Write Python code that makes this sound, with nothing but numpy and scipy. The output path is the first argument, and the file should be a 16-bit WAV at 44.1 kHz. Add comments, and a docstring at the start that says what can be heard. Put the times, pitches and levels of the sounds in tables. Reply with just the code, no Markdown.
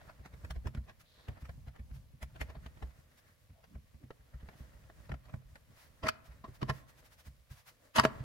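"""Cleaning a car's centre console

Inside a parked car, a cloth rustles over the console, then a soft brush swishes the dust away.
The hand bumps dully against the trim, and buttons tick as the cloth drags them and lets them go.
Three times something hard scrapes and knocks close by, making the hollow plastic ring."""
import sys
import numpy as np
from scipy import signal
from scipy.fft import rfft, irfft, next_fast_len
from scipy.io import wavfile

SR = 44100
rng = np.random.default_rng(int(sys.argv[2]) if len(sys.argv) > 2 else 0)


def store_pcm(level_fs):
    """Save levels as 16-bit WAV."""
    pcm = np.round(np.clip(level_fs, -1, 1) * 32767).astype(np.int16)
    wavfile.write(sys.argv[1], SR, np.atleast_2d(pcm).T)


N = 363377
SIZE = 16384   # samples in one short sound
OWN_TIME = (np.arange(SIZE) - SIZE // 3) / SR   # seconds before and after its main moment

# Thuds against the console: mostly the hand bumping it, while some rows from 6 s on are the knocks thumping the
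# panel. Each row: time in seconds, peak level in dB, pitch in Hz.
BUMPS = [(.196, -44, 82), (0.441, -40.5, 91), (.503, -36, 61), (.562, -32, 55), (.659, -29, 80),
         (.749, -34.5, 137), (.775, -31, 69), (1.286, -32.5, 88), (1.423, -39.5, 66.5),
         (1.492, -39, 77.6), (1.673, -39, 74.4), (1.796, -37.5, 69), (1.914, -38.5, 58.3),
         (2.224, -36, 63.6), (2.412, -34.5, 67.6), (2.489, -42, 67), (2.569, -39, 59.3),
         (2.658, -44.5, 65), (2.828, -34, 61.3), (3.504, -46, 87), (3.754, -39.5, 71),
         (3.944, -48, 76.5), (4.038, -43.5, 108), (4.341, -39, 56.3), (4.430, -40.5, 67),
         (4.604, -40, 73), (5.099, -33, 136), (5.118, -32.5, 66.5), (5.341, -30.5, 114),
         (6.037, -33, 100), (6.287, -46, 60.4), (6.488, -41.5, 105.6), (6.625, -29, 143),
         (6.695, -27, 136), (7.272, -41, 67.5), (7.509, -41.5, 91), (7.993, -30.5, 119),
         (8.051, -30.5, 125), (8.204, -34.5, 105)]
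# How hard the hand leans on the console. Each row: time in seconds, rumble level in dB.
HAND_PRESSURE = [(0.0, -64.5), (0.23, -61), (0.69, -54), (0.99, -66.5), (1.26, -75), (1.49, -58.5),
                 (2.66, -56.5), (3.17, -72.5), (5.28, -59.5), (5.83, -68), (6.65, -57), (6.89, -67),
                 (7.18, -67), (7.92, -83.5), (8.15, -55), (8.24, -48.5)]
# Strength of the rustle; the last rise is the noisy tail of the final knocks.
# Each row: time in seconds, strength in dB.
RUSTLE_STRENGTH = [(0, -67), (.8, -81), (1.1, -75.5), (1.35, -61), (1.6, -90), (2.1, -88.5), (2.5, -69.5),
                   (3.25, -76), (3.5, -86), (3.9, -84.5), (4.5, -67.5), (4.8, -74), (5.2, -72), (5.45, -77),
                   (6.9, -67.5), (7.45, -86), (7.9, -74), (8.2, -62.5)]


def from_db(db):
    """Turn decibels into a number to multiply by."""
    return 10 ** (np.asarray(db) / 20)


def rms_one(x):
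    """Scale a sound so that its average power is one."""
    return x / np.sqrt(np.mean(x ** 2) + 1e-20)


def bins(size):
    """List the frequencies, in Hz, in the spectrum of this many samples."""
    return np.maximum(np.arange(size // 2 + 1) * SR / size, 1)


def at_hz(points, hz):
    """Read between a table's rows at these frequencies, with octaves evenly spaced."""
    where, value = np.transpose(points)
    return np.interp(np.log(hz), np.log(where), value)


def at_time(curve, s):
    """Read between a table's rows at these times."""
    return np.interp(s, *np.transpose(curve))


def by_chance(per_s, until):
    """Pick loosely spaced moments. Each row: time in seconds, two random numbers from -1 to 1."""
    draws = rng.random((64, 3))
    s = (np.arange(len(draws)) + draws[:, 0]) / per_s
    return np.column_stack([s, 2 * draws[:, 1:] - 1])[s < until]


def add(out, sound, s):
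    """Mix in a short sound so that its main moment lands at s seconds."""
    at = round(s * SR) - SIZE // 3 + np.arange(SIZE)
    inside = (at >= 0) & (at < N)
    out[:, at[inside]] += sound[:, inside]


def resonance_db(hz, width, lift_db):
    """A thing that rings boosts the frequencies near its own pitch."""
    return lift_db / (1 + (2 * (bins(SIZE) - hz) / width) ** 2)


def causal(db):
    """Make a filter with these levels that rings only after a blow, never before (minimum phase)."""
    cepstrum = irfft(np.log(from_db(db)))
    fold_forward = np.r_[1, np.full(SIZE // 2 - 1, 2), 1, np.zeros(SIZE // 2 - 1)]
    return np.exp(rfft(cepstrum * fold_forward))


def spread(pair, response):
    """Filter two unrelated signals into left and right, alike in the bass and wide in the treble."""
    # Stereo width. Each row: frequency in Hz, level of the side signal against the middle in dB.
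    widths = [(60, -4.5), (150, -10.5), (350, -4), (700, -3), (1400, -1.5), (2800, 0), (5000, 3),
              (12000, 0)]
    # Balance. Each row: frequency in Hz, level of the left against the right in dB.
    balance = [(100, -0.5), (500, -2), (1200, 0.5), (2500, 0), (12000, 1.2)]
    hz, sides = bins(pair.shape[1]), np.array([[1], [-1]])
    mid, side = rfft(pair) * response
    width = from_db(at_hz(widths, hz))
    left_right = (mid + sides * width * side) / np.hypot(1, width)
    lag = np.exp(-2j * np.pi * hz * .0001 * (sides < 0))   # the right side hears it 0.1 ms later
    return irfft(lag * left_right * from_db(sides * at_hz(balance, hz) / 2))


def grains(size, grain_db):
    """Two streams of tiny slips, their strength changing every millisecond or so."""
    step = 40   # samples
    knots = rng.standard_normal((2, size // step + 2))
    strength = np.array([np.interp(np.arange(size) / step, np.arange(len(k)), k) for k in knots])
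    return rng.standard_normal((2, size)) * from_db(grain_db * strength)


def friction(colour, grain_db):
    """Grainy stereo noise, like rubbing, that lasts the whole scene."""
    size = 2 * next_fast_len(N // 2 + 1)
    response = from_db(at_hz(colour, bins(size)))
    return rms_one(spread(grains(size, grain_db), response)[:, :N])


def touch(swell, decay):
    """The force of a touch builds while sliding, then dies away; both times are in seconds."""
    return np.exp(-abs(OWN_TIME) / np.maximum(np.where(OWN_TIME < 0, swell, decay), 1e-4))


def contact(shape, colour_db, tilt_db, crack_db, scatter_s=0.0017, direct_db=1):
    """A burst of slips around one sharp catch; more tilt makes it brighter, like a harder touch."""
    force = rng.standard_normal((2, SIZE)) * shape
    force[:, SIZE // 3] += from_db(crack_db) * np.linalg.norm(shape)
    # nearby trim and glass scatter the sound for a few milliseconds
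    paths = rng.standard_normal((2, SIZE // 16)) * np.exp(-np.arange(SIZE // 16) / SR / scatter_s)
    paths /= np.linalg.norm(paths, axis=1, keepdims=True)
    paths[:, 0] += from_db(direct_db)
    force = signal.fftconvolve(force, paths, axes=1)[:, :SIZE]
    slope_db = tilt_db * np.log2(np.maximum(bins(SIZE), 400) / 1000)
    return rms_one(spread(force, causal(colour_db + slope_db))) * np.sqrt(np.mean(shape ** 2))


def hush(level_db=-71):
    """The still cabin has a quiet, low noise of its own."""
    # Tone of the hush. Each row: frequency in Hz, level in dB.
    hush_colour = [(15, -26), (25, 1), (99, 5), (361, -23.5), (499, -5), (879, -19.5), (1150, -11),
                   (1280, -18), (2140, -14), (4200, -19), (8250, -26), (11100, -19.5), (15800, -24.5)]
    return from_db(level_db) * friction(hush_colour, grain_db=2.5)


def surroundings(x, build_s=0.036):
    """A faint echo lingers around the sound, each octave dying at its own rate."""
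    # Tone of the echo. Each row: frequency in Hz, level in dB.
    echo_colour = [(125, -13.5), (250, -12), (500, -19.5), (1000, -16), (2000, -18), (4000, -18),
                   (8000, -34), (16000, -32)]
    # Length of the echo. Each row: frequency in Hz, seconds to fade by 60 dB.
    fade_times = [(100, 0.61), (1000, 0.56), (4000, 0.18), (12000, 0.33)]
    t, response = np.arange(SR) / SR, 0
    for hz in 125 * 2 ** np.arange(8):
        edges_hz = [hz / np.sqrt(2), min(hz * np.sqrt(2), .45 * SR)]
        band = signal.butter(2, edges_hz, "band", fs=SR, output="sos")
        dying = from_db(-60 * t / at_hz(fade_times, hz)) * (1 - np.exp(-t / build_s))
        noise = signal.sosfilt(band, rng.standard_normal((2, SR)))
        response = response + from_db(at_hz(echo_colour, hz)) * noise * dying / np.linalg.norm(dying)
    return signal.fftconvolve(x, response, axes=1)[:, :N]


def scrubbing(count, start_s=6.992, stroke_s=0.0693, half_s=0.014, first_db=-63.5, rise_db_per_s=13):
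    """The brush scrubs quickly to and fro, pressing harder as it goes; gives rows for swishes()."""
    return [(start_s + s, first_db + rise_db_per_s * s, half_s) for s in stroke_s * np.arange(count)]


def swishes():
    """Bristles and fibres sweep past, each stroke a soft swell of fine hiss."""
    # Single strokes. Each row: middle in seconds, level in dB, half length in seconds.
    strokes = [(1.01, -61, 0.01), (1.417, -64.5, 0.0098), (1.959, -64.5, 0.017), (3.187, -64, 0.013),
               (4.593, -66.5, 0.033), (5.812, -62, 0.044), (6.264, -63.5, .015), (6.556, -62, 0.013),
               (6.763, -62.5, 0.037), (6.897, -62.5, 0.013), (7.521, -59.5, .014), (7.585, -62.5, .026),
               (7.685, -56, 0.016)]
    # Tone of the bristles. Each row: frequency in Hz, level in dB.
    bristle_colour = [(300, -22), (700, 0.5), (1100, 0.5), (1800, 2), (2800, -3.5), (5500, -5.5),
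                      (8000, -10), (11000, -7.5), (15800, -11)]
    t = np.arange(N) / SR
    swells = sum(from_db(db) * np.exp(-np.minimum(((t - s) / half) ** 2 / 2, 20))
                 for s, db, half in strokes + scrubbing(count=5))
    return swells * friction(bristle_colour, grain_db=0)


def drags():
    """Fibres sliding over grained plastic hiss, each stroke around its own pitch."""
    # Singing strokes. Each row: middle in seconds, level in dB, half length in seconds, pitch in Hz.
    strokes = [(1.177, -69.5, 0.095, 3850), (3.273, -74, 0.054, 1770), (3.598, -71.5, 0.042, 677),
               (3.739, -61, 0.036, 215), (4.033, -64, 0.021, 313), (6.053, -37.5, 0.011, 238),
               (6.486, -56.5, 0.007, 366), (7.864, -74, 0.047, 570)]
    out = np.zeros((2, N))
    for s, db, half, hz in strokes:
        colour_db = resonance_db(hz, 0.73 * hz, lift_db=17) - 6 * abs(np.log2(bins(SIZE) / hz))
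        hiss = rms_one(spread(grains(SIZE, grain_db=4), from_db(colour_db)))
        add(out, from_db(db) * hiss * np.exp(-(OWN_TIME / half) ** 2 / 2), s)
    return out


def wiping(slips_per_s=14, slip_db=3.5, cloth_gain_db=1, usual_strength_db=-75, usual_fibre_db=-78):
    """The moving hand makes the console rumble; the cloth rustles over it and its fibres hiss."""
    # Tones of the rumble, the rustle and the hiss. Each row: frequency in Hz, level in dB.
    rumble_colour = [(20, -30), (40, 2), (62, 6), (95, 0), (135, -0.5), (200, -11.5), (400, -32),
                     (900, -30), (4000, -78)]
    cloth_colour = [(150, -12.5), (250, 3.5), (392, -2.5), (638, 2.5), (708, -6.5), (1300, -4), (1490, -5),
                    (1900, -3), (2420, -12), (4600, -19.5), (15800, -72)]
    fibre_colour = [(1500, -13), (5000, -2), (8000, -3), (11000, -6.5), (15800, -7)]
    t, slips = np.arange(N) / SR, rng.standard_normal(512)
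    # the level wavers as the cloth sticks and frees itself
    uneven_db = slip_db * np.interp(t * slips_per_s, np.arange(len(slips)), slips)
    strength_db = at_time(RUSTLE_STRENGTH, t)
    fibre_db = usual_fibre_db + 0.25 * (strength_db - usual_strength_db) + uneven_db
    rumble = from_db(at_time(HAND_PRESSURE, t) + uneven_db) * friction(rumble_colour, grain_db=6)
    rustle = from_db(strength_db + uneven_db + cloth_gain_db) * friction(cloth_colour, grain_db=3)
    return rumble + rustle + from_db(fibre_db) * friction(fibre_colour, grain_db=1)


def pats(above_db=11.5, vary_db=3, hz=76, vary_octaves=0.9):
    """The moving hand pats softly, more strongly where it leans harder; rows as in BUMPS."""
    return [(s, at_time(HAND_PRESSURE, s) + above_db + vary_db * loud, hz * 2 ** (vary_octaves * high))
            for s, loud, high in by_chance(per_s=3, until=N / SR)]


def bumps(ring_db=-42, rattle_db=-11):
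    """Each bump is a padded push and rebound; the cabin rings on and loose trim shudders."""
    # Low rings of console and cabin air. Each row: pitch in Hz, level in dB, seconds to fade by 60 dB.
    cabin_rings = [(42.7, -10, 0.18), (62, 2, 0.13), (93, -9, 0.22), (129, 1, 0.17), (210, 6, 0.048)]
    # Tone of the loose trim. Each row: frequency in Hz, level in dB.
    trim_colour = [(25, -12.5), (60, 0.5), (95, -17), (135, 5), (180, -5), (220, -4), (320, -18),
                   (600, -26), (1500, -44), (5000, -62)]
    out, elapsed = np.zeros((2, N)), OWN_TIME - OWN_TIME[0]
    cabin = sum(from_db(db - 60 * elapsed / fade_s) * np.cos(2 * np.pi * hz * elapsed)
                for hz, db, fade_s in cabin_rings)
    for s, db, hz in BUMPS + pats():
        cycles = np.maximum(OWN_TIME, 0) * hz
        push = np.sin(2 * np.pi * cycles) * cycles * np.exp(-2.4 * cycles)
        thud = push + from_db(ring_db) * signal.fftconvolve(push, cabin)[:SIZE]
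        thud = thud / abs(thud).max() * from_db([[-.5], [.5]])   # a little to the right
        rattle = contact(touch(0.0072, 0.018), at_hz(trim_colour, bins(SIZE)), tilt_db=0, crack_db=-28.5)
        add(out, from_db(db) * (thud + from_db(rattle_db) * rattle), s)
    return out


def panel_db():
    """The hollow plastic panel boosts the pitches at which it rings."""
    # The panel's rings. Each row: pitch in Hz, width in Hz, boost in dB.
    panel_rings = [(216, 50, 6), (428, 55, 10), (639, 60, 13), (1066, 110, 9), (1345, 140, 8),
                   (1673, 80, 7), (1885, 100, 7), (2503, 140, 5), (3030, 240, 5), (4914, 900, 7),
                   (10800, 1500, 5)]
    return sum(resonance_db(*ring) for ring in panel_rings)


def light_ticks(above_db=8.5, vary_db=3, scuff_s=0.015, vary_tilt_db=2, until_s=6.5):
    """The cloth catches faintly by chance until the brush takes over; gives rows for ticks()."""
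    return [(s, at_time(RUSTLE_STRENGTH, s) + above_db + vary_db * loud, scuff_s, vary_tilt_db * bright)
            for s, loud, bright in by_chance(per_s=5.4, until=until_s)]


def ticks(panel_share=0.23, ring_hz=1546, octaves_per_db=1.2, bump_scuff_db=-22, bump_scuff_s=0.0079):
    """The cloth drags a button and lets it snap back with its own ring; the panel rings a little too."""
    # Buttons and trim ticking. Each row: time in seconds, level in dB, scuff before it in seconds,
    # tilt towards the treble in dB per octave.
    button_ticks = [(0.098, -50, .013, 0), (.26, -48.5, 0.011, 1), (0.339, -53.5, 0.0095, 0),
                    (.448, -45, 0.0026, 0.5), (.508, -41.5, 0.0033, 2), (0.672, -42.5, 0.0042, 2),
                    (.749, -49, 0.0008, 1.5), (.897, -50.5, 0.014, -1.5), (1.285, -46, 0.0024, 1),
                    (1.455, -54, 0.0094, 2), (1.494, -45.5, 0.0024, 0), (1.684, -54.5, 0.011, 0),
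                    (1.763, -56, 0.014, -1), (2.229, -43.5, .007, 4), (2.363, -49, 0.0092, -0.5),
                    (2.415, -35, 0.0068, 1), (2.502, -50, 0.011, -0.5), (2.554, -48.5, 0.005, -1.5),
                    (2.663, -45, 0.0026, 0.5), (2.774, -56.5, .01, -2), (2.826, -43, 0.0023, -1),
                    (3.642, -56.5, 0.005, 0.5), (3.757, -56, 0.0027, -7), (4.106, -41, 0.001, -2.5),
                    (4.488, -44.5, 0.0011, -1), (4.900, -51.5, 0.0033, -2), (5.094, -45, 0.0011, -1.5),
                    (5.118, -35, 0.0014, -2.5), (5.141, -43, .0012, -1), (5.297, -55.5, 0.014, -0.5),
                    (5.340, -41, 0.0015, -6), (5.556, -48.5, 0.00092, -1.5)]
    # Tone of a tick. Each row: frequency in Hz, level in dB.
    tick_colour = [(100, 7.5), (400, -3), (650, 3.5), (1000, -3), (1800, -1.5), (3000, -12), (5000, -19),
                   (8000, -26), (16000, -32)]
    out = np.zeros((2, N))
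    colour_db = at_hz(tick_colour, bins(SIZE)) + panel_share * panel_db()
    bump_scuffs = [(s, db + bump_scuff_db, bump_scuff_s, 0) for s, db, _ in BUMPS]
    for s, db, scuff_s, tilt_db in button_ticks + bump_scuffs + light_ticks():
        hz = ring_hz * 2 ** (octaves_per_db * tilt_db)   # a brighter, harder touch rings higher
        force = touch(scuff_s, decay=.006 + 0.45 * scuff_s)   # a longer scuff dies away more slowly
        button_db = resonance_db(hz, 0.33 * hz, lift_db=2)
        add(out, from_db(db) * contact(force, colour_db + button_db, tilt_db, crack_db=-8.5), s)
    return out


def knocks():
    """Hard plastic judders along the hollow panel and strikes it; each spot favours its own ring."""
    # Scrapes and knocks. Each row: time in seconds, level in dB, swell in seconds, decay in seconds,
    # tilt towards the treble in dB per octave, favoured ring in Hz.
    hits = [(6.036, -33.5, 0.0039, 0.016, -4, 620), (6.071, -29.5, 0.0069, 0.0051, -0.5, 2010),
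            (6.088, -21, 0.003, 0.0049, .5, 1500), (6.442, -40.5, 0.0016, 0.011, -4, 1130),
            (6.618, -40.5, 0.0029, 0.012, -2, 1090), (6.629, -25, 0.00053, 0.0027, -4.5, 1110),
            (6.699, -27.5, 0.0064, 0.0071, -1.5, 1960), (7.963, -26.5, 0.005, 0.024, 1.5, 670),
            (7.985, -16, 0.0029, 0.01, -3, 970), (7.998, -11.5, 0.0014, 0.0011, -0.5, 4800),
            (8.038, -28, 0.0031, 0.018, -0.5, 590), (8.051, -13, 0.00037, 0.0033, -1.5, 710)]
    # Tone of a knock before the panel rings. Each row: frequency in Hz, level in dB.
    knock_colour = [(60, -17.5), (250, -3), (500, -11), (1000, -2.5), (1500, -7.5), (2200, -8),
                    (4000, -15.5), (6000, -19.5), (8000, -25.5), (12000, -30), (16000, -35)]
    out = np.zeros((2, N))
    colour_db = at_hz(knock_colour, bins(SIZE)) + panel_db()
    for s, db, swell, decay, tilt_db, hz in hits:
        spot_db = resonance_db(hz, 0.19 * hz, lift_db=6)
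        knock = contact(touch(swell, decay), colour_db + spot_db, tilt_db, crack_db=-19.5)
        add(out, from_db(db) * knock, s)
    return out


def scene():
    """Mix knocks, ticks and bumps with their echo, then add the cloth, the brush and the hush."""
    handling = knocks() + ticks() + bumps()
    background = hush()
    return handling + from_db(-5) * surroundings(handling) + wiping() + drags() + swishes() + background


def record(dry, cutoff_hz=15850):
    """Cut off the very highest treble steeply."""
    return signal.sosfilt(signal.ellip(12, .1, 80, cutoff_hz, fs=SR, output="sos"), dry)


dry = scene()
out = record(dry)
store_pcm(out)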